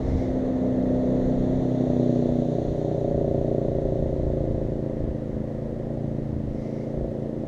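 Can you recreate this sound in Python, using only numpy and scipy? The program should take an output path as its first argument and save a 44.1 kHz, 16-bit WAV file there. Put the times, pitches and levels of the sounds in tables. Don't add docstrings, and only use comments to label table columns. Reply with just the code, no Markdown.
import sys
import numpy as np
from scipy.fft import rfft, irfft, next_fast_len
from scipy.io import wavfile
from scipy.ndimage import map_coordinates

SR = 44100
rng = np.random.default_rng(int(sys.argv[2]) if len(sys.argv) > 2 else 0)


def materialize(psi):
    bounded = np.clip(np.atleast_2d(psi).T, -1, 1)
    quanta = np.round(bounded * 32767).astype(np.int16)
    wavfile.write(sys.argv[1], SR, quanta)


N = 329559
TIME = np.arange(N) / SR

# time_s, firing_rate_hz
ENGINE_SPEED = [(0.0, 32.49), (0.97, 31.66), (1.63, 31.79), (2.17, 30.67), (3.0, 30.28), (3.38, 29.74),
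                (4.72, 28.42), (5.39, 27.22), (5.95, 28.81), (6.45, 27.23), (6.97, 28.68), (7.2, 27.88),
                (7.45, 28.41)]
CRUISE_HZ = 30
START_CYCLE = .606

# time_s, effort_db
ENGINE_EFFORT = [(0, -13), (1, -0.5), (1.6, -4), (2.05, 3), (2.75, 0.5), (3.2, 6.5), (4.5, 4), (5.4, -0.9),
                 (6.45, -6), (7.05, 1), (7.47, -3.5)]
BARK_DB, BARK_DB_PER_HZ = -30, 1.5
RUSH_DB, RUSH_DB_PER_HZ, RUSH_EFFORT_SHARE = -33, 1.59, 0.11
PUFF_GAIN, PUFF_DELAY, PUFF_DECAY = 0.48, .03, 0.06

# time_s, level_db
THUMP_LEVEL = [(0, -32.5), (.9, -28.5), (1.55, -25), (2.1, -23), (2.7, -26.5), (4.1, -26.5), (5.85, -32),
               (6.05, -28.3), (6.9, -31.5), (7.47, -30.5)]
# time_s, level_db
WHIRR_LEVEL_CURVE = [(0, -49.5), (1.6, -51), (3, -55), (5.5, -55), (7.47, -57)]

BOOM_ORDER, FIRST_BARK_ORDER = 8, 12
BOOM_DB = -26.5
# centre_hz, half_width_hz, gain_db
HULL_MODES = [(251, 8.3, 11.4), (243, 1.02, -8.5)]

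CHUG_START_S, CHUG_RISE_S, CHUG_COLOUR_S = 1.45, 0.428, 1.09
# order (multiple of the firing rate), hum_db, chug_db
EXHAUST_ORDERS = [(4.0, -4, -5.5), (5.0, -11.5, -3.5), (6.0, -4, -16), (7.0, -20, -17), (8.0, -8, -6.5),
                  (9.0, -8, -15.5), (10.0, -11, -9), (11.0, -9.0, -7.5), (12.0, -12, -17),
                  (13.0, -9.5, -5.0), (14.0, -11, -10), (15.0, -16, -16.5), (16.0, -5.5, -19.5),
                  (17.0, -13, -19), (18.0, -16, -7), (19.0, -5, -7), (20.0, -20, -13.5),
                  (21.0, -16.5, -12.5), (22.0, -14.5, -18.5), (23.0, -28, -15), (24.0, -33.5, -22.5)]

# start_s, end_s, level_db
GUST_EVENTS = [(0, .27, -26), (.2, .55, -34.5), (.45, 1.45, -35.5), (1.3, 1.7, -29), (2.15, 2.8, -38),
               (3.05, 3.55, -35), (3.6, 4.9, -30), (4.85, 5.3, -34), (5.25, 6.7, -39.5), (6.9, 7.14, -35)]
GUST_RAMP_S, BREEZE_DB = 0.092, -40.5

# time_s, level_db
WATER_LEVEL = [(0, -61), (.6, -63.5), (1.8, -58.5), (2.7, -59.5), (3.2, -64), (4.2, -67), (5.5, -74.5),
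               (7.47, -74.5)]

# start_s, end_s, level_db
LINE_SLIDES = [(-.05, .38, -56), (6.45, 6.99, -61.5)]
SLIDE_RAMP_S = .16

FLOOR_DB = -64.5

# frequency_hz, relative_db
GAS_COLOUR = [(10, -60.5), (110, -1.5), (160, 3), (260, -1.5), (340, 0), (450, -0.5), (560, 0), (680, -5.5),
              (760, -12.5), (900, -20), (1200, -37.5), (3000, -120)]
# frequency_hz, relative_db
WIND_COLOUR = [(8, -20), (24, 3.5), (45, 1), (80, 2), (120, -8.5), (200, -12.5), (500, -53), (2000, -120)]
# frequency_hz, relative_db
WHIRR_COLOUR = [(500, -7.5), (800, 4), (1000, 0.5), (1250, -4), (1550, -7.5), (1870, -2), (2100, -6.5),
                (2350, -17.5), (3200, -25.5), (7000, -85)]
# frequency_hz, relative_db
WATER_COLOUR = [(1350, -34.5), (2300, -6), (2980, -2.5), (3540, 6), (4240, 3), (4880, -10.5), (5360, -10.5),
                (5840, -1.5), (6780, -1.5), (7930, -20), (9280, -17.5), (10400, -28), (13400, -32.5),
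                (14400, -24.5), (15000, -44)]
# frequency_hz, relative_db
LINE_COLOUR = [(1400, -18.5), (2100, 13), (2600, -9), (4000, -6), (5800, -1.5), (6800, -10.5), (8500, -21),
               (14000, -34.5)]
# frequency_hz, relative_db
FLOOR_COLOUR = [(1000, 3), (3000, 4), (6500, -3.5), (8000, -8), (12000, -14.5), (14000, -18),
                (15000, -30.5)]
TOP_HZ = 15100


def amp(db):
    return 10 ** (np.asarray(db) / 20)


def unit(x):
    return x / np.sqrt(np.mean(x ** 2) + 1e-20)


def curve(rows):
    return np.interp(TIME, *np.transpose(rows))


def swells(rows, ramp_s):
    power = np.zeros(N)
    for start_s, end_s, level_db in rows:
        shape = np.clip(np.minimum(TIME - start_s, end_s - TIME) / ramp_s, 0, 1)
        power += (amp(level_db) * shape) ** 2
    return np.sqrt(power)


def wobble(rate_hz):
    knots = rng.standard_normal(int(N * rate_hz / SR) + 4)
    return map_coordinates(knots, [TIME * rate_hz])


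def filtered(x, response):
    size = next_fast_len(N + SR // 2)
    spectrum = rfft(x, size) * response(np.fft.rfftfreq(size, 1 / SR))
    return irfft(spectrum, size)[:N]


def noise(colour, gate=1):
    hz, db = np.transpose(colour)
    gated = gate * rng.standard_normal(N)
    return unit(filtered(gated, lambda f: amp(np.interp(np.log(f + 1), np.log(hz), db))))


def firings(cycle, scatter_db):
    strokes = np.arange(np.floor(cycle[0]), cycle[-1] + 1)
    return amp(np.interp(cycle, strokes, scatter_db * rng.standard_normal(len(strokes))))


def pipe(orders, level_db, size=128):
    k = np.arange(size // 2 + 1)
    skirts_db = 6 * np.maximum(orders[0] - k, 0) + 2 * np.clip(k - orders[-1], 0, 12)
    cepstrum = irfft(np.log(amp(np.interp(k, orders, level_db) - skirts_db)))
    return rfft(2 * cepstrum[:size // 2], size).imag[orders.astype(int)]


def hull(tone_hz):
    return sum(db / (1 + ((tone_hz - hz) / half_width) ** 6) for hz, half_width, db in HULL_MODES)


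def engine():
    speed, effort_db, thump_db = curve(ENGINE_SPEED), curve(ENGINE_EFFORT), curve(THUMP_LEVEL)
    above_cruise = speed - CRUISE_HZ
    bark_db = BARK_DB + BARK_DB_PER_HZ * above_cruise + effort_db
    boom_db = BOOM_DB + hull(BOOM_ORDER * speed)
    chug = np.clip((TIME - CHUG_START_S) / CHUG_RISE_S, 0, 1)
    colour = np.clip((TIME - CHUG_START_S) / CHUG_COLOUR_S, 0, 1)
    cycle = np.cumsum(speed) / SR - START_CYCLE

    orders, hum_db, chug_db = np.transpose(EXHAUST_ORDERS)
    exhaust = np.zeros(N)
    for k, smooth_db, hard_db, phase in zip(orders, hum_db, chug_db, pipe(orders, chug_db)):
        if k == BOOM_ORDER:
            level_db = boom_db
        elif k < FIRST_BARK_ORDER:
            level_db = thump_db
        else:
            level_db = bark_db
        trail = np.pi * (1 - chug) * k * k / orders[-1]
        colour_db = smooth_db + colour * (hard_db - smooth_db) + .6 * wobble(2.43)
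        exhaust += amp(level_db + colour_db) * np.sin(2 * np.pi * k * cycle + phase - trail)
    exhaust *= firings(cycle, scatter_db=0.57)

    puff = 1 + PUFF_GAIN * chug * np.exp(-((cycle - PUFF_DELAY) % 1) / PUFF_DECAY)
    gas_db = RUSH_DB + RUSH_DB_PER_HZ * above_cruise + RUSH_EFFORT_SHARE * effort_db
    gas = amp(gas_db) * noise(GAS_COLOUR, puff)
    whirr = amp(curve(WHIRR_LEVEL_CURVE) + 0.51 * wobble(8)) * noise(WHIRR_COLOUR)
    return exhaust + gas + whirr


def wind():
    strength = np.hypot(amp(BREEZE_DB), swells(GUST_EVENTS, GUST_RAMP_S))
    buffeting = unit(amp(2.3 * wobble(6.7)) * noise(WIND_COLOUR))
    return strength * buffeting


def water():
    return amp(curve(WATER_LEVEL) + .4 * wobble(4.7)) * noise(WATER_COLOUR)


def line():
    return swells(LINE_SLIDES, SLIDE_RAMP_S) * amp(.8 * wobble(30)) * noise(LINE_COLOUR)


def scene():
    background = amp(FLOOR_DB) * noise(FLOOR_COLOUR)
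    return (engine() + wind() + water() + line() + background)[None]


def record(dry):
    fade = np.clip(np.minimum(TIME, TIME[-1] - TIME) / .003, 0, 1)
    return filtered(dry[0] * fade, lambda f: f < TOP_HZ)[None]


dry = scene()
out = record(dry)
materialize(out)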